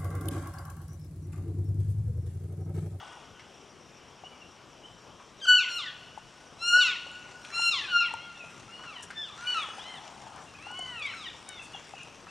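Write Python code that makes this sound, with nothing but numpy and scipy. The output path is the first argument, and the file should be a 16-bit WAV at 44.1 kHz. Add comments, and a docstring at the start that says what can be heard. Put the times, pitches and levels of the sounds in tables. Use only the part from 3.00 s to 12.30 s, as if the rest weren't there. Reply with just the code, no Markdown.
"""First come hollow knocks and a rub from a hand on a camera, mostly on the left, over a soft hiss of
leaves and insects. Then a herd of elk mews in an aspen wood. Their vocal folds make clear calls that
hold a pitch, then slide down and turn rough as the folds go slack. The tree trunks scatter each call
into a long echo. Twigs snap under hooves, small chirps sound far off and the camera's casing ticks."""
import sys
import numpy as np
from scipy import signal
from scipy.io import wavfile
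from scipy.ndimage import uniform_filter1d

SR = 44100
rng = np.random.default_rng(int(sys.argv[2]) if len(sys.argv) > 2 else 0)


def transcribe(signal):
    """Save signal, clipped to [-1, 1], as a 16-bit WAV file at the path in sys.argv[1]."""
    frames = np.atleast_2d(signal).T
    limited = np.clip(frames, -1, 1)
    pcm = np.round(limited * 32767).astype(np.int16)
    wavfile.write(sys.argv[1], SR, pcm)


N = 410130

# tone of the leaf and microphone hiss: (frequency [Hz], relative level [dB])
LEAF_TONE = [(12, -64), (20, -8), (116, 0.5), (204, -2.5), (310, -3), (1150, -5.5), (1910, -13.5),
             (3160, -10.5), (4300, -20.5), (5680, -14.5), (6360, -20), (9400, -28), (10200, -34),
             (11800, -20.5), (16000, -59.5)]
# pulsing insect sounds: (centre [Hz], width [Hz], level [dB])
INSECT_BANDS = [(5650, 230, -70.5), (2980, 140, -85)]
# low rumble of the breeze: (time [s], level [dB])
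BREEZE_LEVELS = [(0, -80), (4, -72), (5.5, -63), (8, -62), (9.3, -70)]
# how alike a hiss is on both sides: (frequency [Hz], likeness [0 to 1])
HISS_LIKENESS = [(60, 0.9), (240, 0.97), (950, 0.94), (3770, 0.97), (15000, 0.8)]
# how far a hiss leans left: (frequency [Hz], left over right [dB])
HISS_LEAN = [(60, 2), (180, 6.6), (550, 5.8), (1650, 2), (4970, 2.0), (15000, 1.5)]
# the hand shifting on the camera: (time [s], rub level [dB], rustle level [dB])
HAND_MOVES = [(0, -49.5, -56.5), (.25, -61, -64), (0.502, -102, -94), (3.5, -105, -61), (4.202, -62.5, -60),
              (4.601, -57, -50.5), (5.2, -68, -61), (5.5, -67, -56.5), (6.25, -61.5, -60),
              (6.5, -56.5, -47.5), (6.999, -51, -54.5), (7.4, -53.5, -56.5), (7.6, -75, -57),
              (7.85, -60, -53.5), (8.2, -67, -55.5), (8.5, -58, -56), (8.9, -64, -54.5), (9.3, -66, -60)]
# tone of the skin's rustle: (frequency [Hz], relative level [dB])
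RUSTLE_TONE = [(200, -40.5), (1200, -4), (2600, -10), (4500, -14.5), (5600, -12.5), (9400, -20.5),
               (10300, -27.5), (12300, -25), (15000, -61)]
# knocks on the camera body: (time [s], level [dB], pitch [Hz], left over right [dB])
BODY_KNOCKS = [(0.028, -38.5, 798, 15.5), (0.069, -44, 815, 11), (0.172, -38, 813, 3), (1.237, -34, 755, 8),
               (3.176, -29.5, 860, 9), (4.595, -31, 890, 7), (5.139, -23.5, 913, 8.5),
               (5.439, -38, 667, 3.5), (6.0, -38, 950, 8.5), (6.782, -32, 810, 7), (7.08, -66, 870, -5),
               (7.268, -33.5, 885, 7.0), (7.363, -41, 1030, 11), (7.668, -31, 824, 9), (7.706, -33, 850, 8),
               (7.724, -37, 810, 9), (7.792, -30, 735, 6.5), (7.825, -38, 694, 7), (8.347, -38.5, 910, 4.0),
               (8.486, -39.5, 790, 9), (8.748, -33, 800, 8.0), (8.937, -31.5, 780, 7),
               (9.07, -42, 840, 6.5)]
# ticks and scrapes of the casing: (time [s], level [dB], left over right [dB], length [s])
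CASING_TICKS = [(3.18, -59, 0, 0.0073), (4.069, -61, 15, 0.0046), (4.114, -54, -3, 0.0052),
                (4.192, -62, -7, 0.0056), (4.446, -64, 2, 0.025), (5.138, -44.5, 4, 0.0037),
                (6.008, -59, 3, .005), (6.024, -46, 4, 0.031), (6.106, -54.5, 5, 0.01),
                (6.78, -62, 4, 0.0045), (7.36, -54, 4, 0.0054), (7.439, -57, 4, 0.0051),
                (7.714, -53, 3, .008), (7.791, -40.5, 4, 0.004), (7.993, -57, 7, 0.013),
                (8.064, -45, 8, 0.0026), (8.149, -52, 4, 0.0042), (8.489, -38, 8, 0.0042),
                (8.617, -56, 3, 0.077), (9.032, -44, 2, 0.0032)]
# how long the far wood echoes: (frequency [Hz], time to fade by 60 dB [s])
ECHO_TIMES = [(800, 3.7), (1500, 1.95), (3000, 1.51), (6000, 0.74), (12000, 1.5)]
# tone of the echo: (frequency [Hz], relative level [dB])
ECHO_TONE = [(600, -6), (1500, -2), (2700, 4), (4000, 5.5), (6000, 14), (12000, -9)]
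# distant chirps: (time [s], length [s], start pitch [Hz], end pitch [Hz], level [dB])
FAR_CHIRPS = [(1.235, 0.051, 2760, 3040, -52.5), (1.317, 0.043, 2390, 2220, -62),
              (1.406, 0.038, 2850, 2630, -56.5), (1.831, 0.038, 2910, 3140, -54),
              (4.108, .05, 6770, 7460, -62), (4.199, .065, 7580, 5370, -67), (4.36, 0.041, 7460, 5430, -70),
              (4.438, 0.038, 7000, 5300, -60), (5.372, 0.093, 2730, 2340, -49.5),
              (7.461, 0.046, 2840, 2690, -57), (7.53, 0.059, 2430, 2630, -58),
              (8.097, 0.027, 2790, 2660, -48), (8.582, 0.065, 2800, 2450, -50.5),
              (8.727, 0.04, 2920, 2760, -49), (8.735, .045, 3490, 3150, -51), (8.9, 0.13, 2780, 2370, -57),
              (8.954, 0.071, 3000, 2370, -49.5), (9, 0.045, 2950, 2340, -51.5),
              (6.389, 0.16, 2260, 2500, -55), (8.85, 0.11, 2630, 2440, -69),
              (9.278, 0.037, 2680, 2680, -56)]
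# snapping twigs: (time [s], level [dB], centre [Hz], time to fade by 30 dB [s])
TWIG_SNAPS = [(0.395, -46, 1997, 0.045), (1.24, -51, 1490, 0.0093), (2.197, -48.5, 1080, 0.081),
              (3.772, -36.5, 700, 0.016), (4.065, -47, 598, 0.038), (4.449, -40.5, 2640, 0.027),
              (5.795, -47, 1000, 0.11), (5.837, -43, 1170, 0.091), (6.104, -39, 1520, 0.06),
              (6.686, -35.5, 570, 0.019), (7.022, -50, 2000, 0.019), (7.276, -54, 1290, 0.04),
              (7.376, -49, 1150, 0.095), (9.268, -46.5, 1250, 0.089)]
# how an elk's throat shapes its voice: (frequency [Hz], gain [dB])
THROAT_TONE = [(700, -31.5), (1100, -6.5), (1500, -3), (2100, -5.5), (2600, 0), (3300, 5.5), (3800, -7.5),
               (4500, -7), (6000, -13.5), (7500, -17), (9000, -27.5), (12000, -11), (16000, -50.5)]
# One elk call a row. Harmonics are tones at 1, 2, 3... times the pitch.
# (treble dulling [dB per kHz], throat length [1 = average], boost of even harmonics from 4 up [dB], curve)
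# curve: (time [s], pitch [Hz], effort [dB], lift of the first harmonic [dB])
# The lift is high while the mouth is nearly shut and sinks as it opens.
ELK_MEWS = [ (1, 0.96, .2, [(-.45, 1498, -39, 18), (-.35, 1479, -40, 18), (-.2, 850, -33, 5)]),
            (0.6, 0.87, 4, [(2.4, 1920, -56, -10), (2.41, 1890, -61, -13), (2.417, 1570, -49, -3),
            (2.45, 1566, -33.5, -3.5), (2.459, 1400, -38.5, 11), (2.463, 1350, -50, 0)]),
            (.5, 0.96, -7, [(2.463, 1657, -39, -10), (2.476, 1484, -32, 4), (2.488, 1486, -22.5, 7.5),
            (2.51, 1480, -22, 8), (2.545, 1480, -27, 9), (2.572, 1471, -27, 2), (2.59, 1380, -23.5, -19),
            (2.615, 1210, -33.5, -17), (2.65, 1043, -44, 0), (2.72, 780, -60, 1)]),
            (0.3, 0.89, -1.5, [(2.68, 1443, -52, 13), (2.714, 1400, -37.5, -1), (2.756, 1407, -39.5, 0),
            (2.774, 1415, -35, -8), (2.804, 1186, -45.5, 12.5), (2.828, 1058, -41, 4),
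            (2.91, 756, -47, -8)]), (1, 0.88, 0.9, [(3.58, 1297, -67, -7), (3.628, 1376, -36, 3),
            (3.696, 1425, -26.5, -0.5), (3.734, 1403, -29, 7), (3.8, 1352, -35.5, -9),
            (3.836, 1112, -37.5, 5), (3.93, 828, -48, 2)]), (1.1, 0.97, -3, [(3.71, 1405, -28, -5),
            (3.75, 1452, -32.5, 21), (3.78, 1474, -35.5, 22.5), (3.824, 1470, -23, 1),
            (3.842, 1368, -25.5, -23), (3.868, 1327, -28.5, -9), (3.98, 888, -49.5, 6)]),
            (1, 0.88, -0.4, [(4.51, 1361, -58, 8), (4.55, 1366, -34, -6), (4.588, 1392, -32, 2.5),
            (4.69, 1380, -24, -6.5), (4.708, 1362, -36, -8.5), (4.748, 1132, -34.5, 8),
            (4.802, 922, -40.5, 12), (4.85, 843, -43, 7), (4.9, 744, -46, 21)]),
            (21, 1.3, -9, [(4.51, 1026, -71, 15), (4.534, 1170, -49, 2), (4.554, 1336, -61, 7),
            (4.61, 1340, -57, 2)]), (2, 1.01, -1, [(4.62, 1385, -28, -20), (4.632, 1410, -51, -18),
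            (4.658, 1540, -51, 0), (4.71, 1460, -53, -4)]), (3, 1.067, 3, [(4.89, 1528, -51, 11),
            (4.91, 1473, -40, 3), (4.935, 1415, -37, 13.5), (4.965, 1397, -29, 13), (5.0, 1393, -28.5, 2),
            (5.015, 1320, -29, -6), (5.04, 1190, -42, -6), (5.08, 984, -46, -1), (5.12, 867, -55, 17)]),
            (17, 0.82, 3, [(5.16, 1008, -58, -1), (5.25, 1112, -52, -15), (5.336, 997, -66, -20),
            (5.368, 874, -54, -2), (5.38, 894, -47, 26)]), (4, 1.08, 4, [(5.68, 1320, -72, 27),
            (5.736, 1426, -52, -11), (5.842, 1480, -58, 10), (5.894, 1346, -47, 0), (5.918, 1244, -55, 9),
            (5.964, 992, -50.5, 2), (6.05, 832, -56, -1)]), (3, .93, -3, [(6.14, 1810, -72, 14),
            (6.18, 1759, -40, -1), (6.206, 1769, -43, 1), (6.24, 1670, -46, -7), (6.304, 1220, -62, 12),
            (6.35, 1160, -61, 11)]), (2.5, .97, -5, [(6.38, 1360, -61, 14.5), (6.455, 1460, -61.5, 24),
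            (6.475, 1473, -33.5, 0), (6.53, 1480, -31.5, -12), (6.555, 1354, -41.5, 12.5),
            (6.585, 1283, -37, 14), (6.62, 1156, -41, -2), (6.67, 960, -56, 19)]),
            (6, .94, 5, [(6.79, 797, -50, 4), (6.816, 860, -60, 4), (6.85, 1000, -54, 8),
            (6.9, 1053, -46, -17), (6.952, 996, -51, -35), (6.986, 838, -54, 1), (7.01, 743, -87, 22)]),
            (5, 1.114, -4, [(7.58, 1040, -57, 6), (7.624, 1315, -52.5, -8), (7.702, 1450, -54.5, 9.5),
            (7.848, 1515, -41.5, -15), (7.912, 1490, -58.5, 10), (7.962, 1398, -50.5, 4),
            (8.054, 1117, -35, -14), (8.1, 1006, -45.5, -16), (8.138, 790, -44, 3), (8.16, 674, -56, -1)]),
            (8, 1.25, -4, [(7.69, 941, -73, 14), (7.722, 1013, -70, 22), (7.77, 1102, -55, 9.5),
            (7.81, 1070, -56, 3), (7.964, 936, -48.5, -1), (7.99, 881, -68, 11)]),
            (1.1, 0.887, 0.5, [(8.02, 1116, -37, 9), (8.045, 1190, -50.5, -10), (8.1, 1360, -52.5, 1),
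            (8.17, 1350, -50, 6), (8.222, 1222, -56, 11), (8.27, 932, -45, 5), (8.334, 692, -62, 8),
            (8.35, 710, -64, -1)]), (9, .92, -9, [(8.46, 740, -66, 7), (8.496, 757, -49.5, 10),
            (8.572, 710, -56, 2), (8.6, 664, -51, 8)]), ]
# how well the microphone hears each frequency: (frequency [Hz], gain [dB])
MICROPHONE_TONE = [(20, -15.5), (50, -1.5), (9500, 0.5), (11000, -10.5), (13000, -19), (16000, -17)]

TOP_HZ = 16300  # upper limit of the sound
LEAD_S = .5  # head start, so a call made just before time 0 still leaves its echo


def amp(db):
    """Turns decibels into a number to multiply by."""
    return 10 ** (np.asarray(db) / 20)


def evened(x):
    """Scales a signal to an average strength (rms) of 1."""
    return x / np.sqrt(np.mean(x ** 2) + 1e-20)


def read(table, hz):
    """Looks up a value between a table's rows, on a log-frequency scale."""
    row_hz, value = np.transpose(table)
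    return np.interp(np.log(hz + 1), np.log(row_hz + 1), value)


def add(mix, start_s, sound):
    """Mixes a sound in at the given time."""
    part = mix[..., round(start_s * SR):][..., :sound.shape[-1]]
    part += sound[..., :part.shape[-1]]


def pan(db):
    """Two gains that make the left side db louder than the right."""
    return amp([[db / 2], [-db / 2]])


def band(x, hz, width, passes=1):
    """Keeps the sound around hz, at strength 1; more passes cut the rest harder."""
    for _ in range(passes):
        x = evened(signal.lfilter(*signal.iirpeak(hz, hz / width, SR), x))
    return x


def drift(seconds):
    """A random wander as long as the scene; more seconds make it slower."""
    size = round(seconds * SR)
    return evened(uniform_filter1d(uniform_filter1d(rng.standard_normal(N), size), size))


def flutter(size, seconds):
    """A quick, smooth random wobble for one short sound."""
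    smooth = signal.windows.hann(round(2 * seconds * SR))
    return evened(signal.oaconvolve(rng.standard_normal(size), smooth, "same"))


def hiss(tone, patchy_db):
    """Stereo noise with the given tone, in drifting louder and softer patches."""
    frames, hz = N // 256 + 5, np.fft.rfftfreq(1024, 1 / SR)
    a, b, c, d, patches = rng.standard_normal((frames, 513, 5)).T
    patches = evened(uniform_filter1d(uniform_filter1d(patches, 12, 0), 14, 1))
    likeness = np.clip(read(HISS_LIKENESS, hz), 0, 1)[:, None]
    left = a + 1j * b
    right = likeness * left + np.sqrt(1 - likeness ** 2) * (c + 1j * d)
    lean = amp(read(HISS_LEAN, hz) / 2)[:, None]
    spectra = np.array([left * lean, right / lean])
    spectra *= amp(read(tone, hz)[:, None] + patchy_db * patches)
    return evened(signal.istft(spectra, nperseg=1024, noverlap=768)[1][:, :N])


def air():
    """Leaves and the microphone hiss, insects pulse and a breeze rumbles."""
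    insects = sum(amp(db + 4.5 * drift(.012)) * band(rng.standard_normal(N), hz, width, passes=2)
                  for hz, width, db in INSECT_BANDS)
    breeze_db = np.interp(np.arange(N) / SR, *np.transpose(BREEZE_LEVELS))
    breeze = amp(breeze_db) * band(rng.standard_normal(N), hz=150, width=200, passes=2)
    leaves = amp(-52.5) * hiss(LEAF_TONE, patchy_db=1.4)
    return leaves + insects * pan(2) + breeze * pan(5)


def rubbing():
    """Skin slides on the camera with a hollow rub and a fine rustle."""
    times, *levels = np.transpose(HAND_MOVES)
    rub_db, rustle_db = (np.interp(np.arange(N) / SR, times, db) for db in levels)
    rub = band(rng.standard_normal(N), hz=830, width=420, passes=2) * amp(rub_db + 1.1 * drift(.024))
    rustle = hiss(RUSTLE_TONE, patchy_db=3) * amp(rustle_db + 2.6 * drift(.0026))
    return rub * pan(6.4) + rustle


def knocks():
    """Each knock of the hand makes the hollow camera body ring briefly."""
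    out, t = np.zeros((2, N)), np.arange(round(.12 * SR)) / SR
    rise_s, ring_s = .00022, .035
    for start_s, db, hz, pan_db in BODY_KNOCKS:
        level = amp(db - 1.5 - 60 * t / ring_s) * (1 - np.exp(-t / rise_s))
        add(out, start_s, level * np.sin(2 * np.pi * hz * t) * pan(pan_db))
    return out


def ticks():
    """The casing ticks and scrapes in tiny bursts of bright noise."""
    out, t = np.zeros((2, N)), np.arange(round(.12 * SR)) / SR
    for start_s, db, pan_db, length in CASING_TICKS:
        shared, spread = rng.standard_normal((2, len(t)))
        noise = np.array([shared + .26 * spread, shared - .12 * spread])
        age = 4 * t / length  # the burst is loudest at age 1
        level = amp(db) * age * np.exp(1 - age)
        add(out, start_s, level * band(noise, hz=7900, width=6000, passes=3) * pan(pan_db))
    return out


def trunk_echo(x):
    """Trunks scatter a sound into many small echoes; each frequency fades at its own speed."""
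    echoes = np.zeros((2, 2 * SR))
    delays = np.arange(200, 2 * SR - 20, 20)
    delays = delays + rng.integers(0, 20, (2, len(delays)))
    np.put_along_axis(echoes, delays, rng.choice([-1., 1.], delays.shape), 1)
    shared, spread = echoes
    sides = np.array([shared + .18 * spread, shared - .037 * spread])  # close microphones hear alike
    hz, t, spectra = signal.stft(sides, SR, nperseg=256)
    fade_s = read(ECHO_TIMES, hz)[:, None]
    fade = amp(-60 * t / (.16 * fade_s)) + amp(-23.5 - 60 * t / fade_s)  # near trunks + far wood
    tone = amp(read(ECHO_TONE, hz))[:, None]
    build_up = 1 - np.exp(-t / .04)
    tail = signal.istft(spectra * fade * tone * build_up, SR, nperseg=256)[1]
    return signal.fftconvolve(x[None], tail / np.linalg.norm(tail[0]), axes=1)[:, :len(x)]


def swayed(echo, samples=2.5):
    """Swaying trunks and leaves shift the echo paths a little, which blurs held tones."""
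    shifted = np.arange(N) + samples * drift(.014)
    return np.array([np.interp(shifted, np.arange(N), side) for side in echo])


def chirps():
    """Gliding, slightly hoarse tones sound far off, and the trunks echo them like the calls."""
    out = np.zeros(N)
    for start_s, length, start_hz, end_hz, db in FAR_CHIRPS:
        size = round(length * SR)
        hz = np.linspace(start_hz, end_hz, size) * (1 + .012 * flutter(size, .003))
        level = amp(db + 4.4 * flutter(size, .0068)) * signal.windows.tukey(size, .7)
        add(out, start_s, level * np.sqrt(2) * np.sin(2 * np.pi * np.cumsum(hz) / SR))
    return out + amp(-7) * trunk_echo(out)


def twig_snap(db, hz, fade_s):
    """A twig breaks under a hoof: a crack of noise that dies quickly."""
    t = np.arange(round(.12 * SR)) / SR
    crack = band(rng.standard_normal(len(t)), hz, width=.31 * hz)
    return amp(db - 30 * t / fade_s) * band(crack, hz, width=3.7 * hz)


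def mew(dull_db_per_khz, throat_length, even_db, curve):
    """An elk's vocal folds send harmonics through its throat, rougher and duller as the pitch falls."""
    throat_peak_hz, slack_dull_db, overtone_share = 3200, 14, .19
    times, *columns = np.transpose(curve)
    t = np.arange(times[0], times[-1], 1 / SR)
    size = len(t)
    hz, effort_db, lift_db = (np.interp(t, times, column) for column in columns)
    hz = uniform_filter1d(hz, round(.008 * SR), mode="nearest")  # rounds the corners of the pitch
    slack = np.clip(.93 - hz / hz.max(), 0, 1)  # 0 near the top pitch, grows as the folds loosen
    pitch_wobble = (.0012 + .056 * slack) * flutter(size, .0046)
    cycles = np.cumsum(hz * (1 + pitch_wobble)) / SR
    voice = np.zeros(size)
    for k in range(1, 13):  # harmonic number
        db = effort_db + read(THROAT_TONE, k * hz * throat_length)
        db -= slack_dull_db * slack * max(k - 2, 0)
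        db -= dull_db_per_khz * np.maximum(k * hz - throat_peak_hz, 0) / 1000
        if k == 1:
            db += lift_db
        elif k > 2:
            db += overtone_share * lift_db + even_db * (k % 2 == 0)
        db += (.4 + 15 * slack) * flutter(size, .0067)  # roughness
        db += .35 * k * flutter(size, min(.02, size / SR / 4))  # slower wavering
        voice += amp(db) * (k * hz < TOP_HZ) * np.sin(2 * np.pi * k * cycles + k)
    return np.sqrt(2) * voice * signal.windows.tukey(size, .04)


def herd():
    """Elk call from three places, each with its own echo; twigs snap at one of them."""
    places = np.zeros((3, N + round(LEAD_S * SR)))
    for i, (*voice, curve) in enumerate(ELK_MEWS):
        add(places[i % len(places)], curve[0][0] + LEAD_S, mew(*voice, curve))
    for start_s, *snap in TWIG_SNAPS:
        add(places[1], start_s + LEAD_S, twig_snap(*snap))
    echoes = sum(swayed(trunk_echo(place)[:, -N:]) for place in places)
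    return places.sum(0)[-N:] + amp(-8) * echoes


def scene():
    """Mixes the animals, a little to the left, with the hand noises and the air."""
    return (herd() + chirps()) * pan(1.8) + knocks() + ticks() + rubbing() + air()


def record(dry):
    """The microphone softens the deepest bass and the high treble; the very top is cut off."""
    hz = np.linspace(0, SR / 2, 513)
    microphone = signal.firwin2(1023, hz, amp(read(MICROPHONE_TONE, hz)), fs=SR)
    top_cut = signal.firwin(511, TOP_HZ, window=("kaiser", 9), fs=SR)
    heard = signal.oaconvolve(dry, microphone[None], "same")
    return signal.oaconvolve(heard, top_cut[None], "same")


dry = scene()
out = record(dry)
transcribe(out)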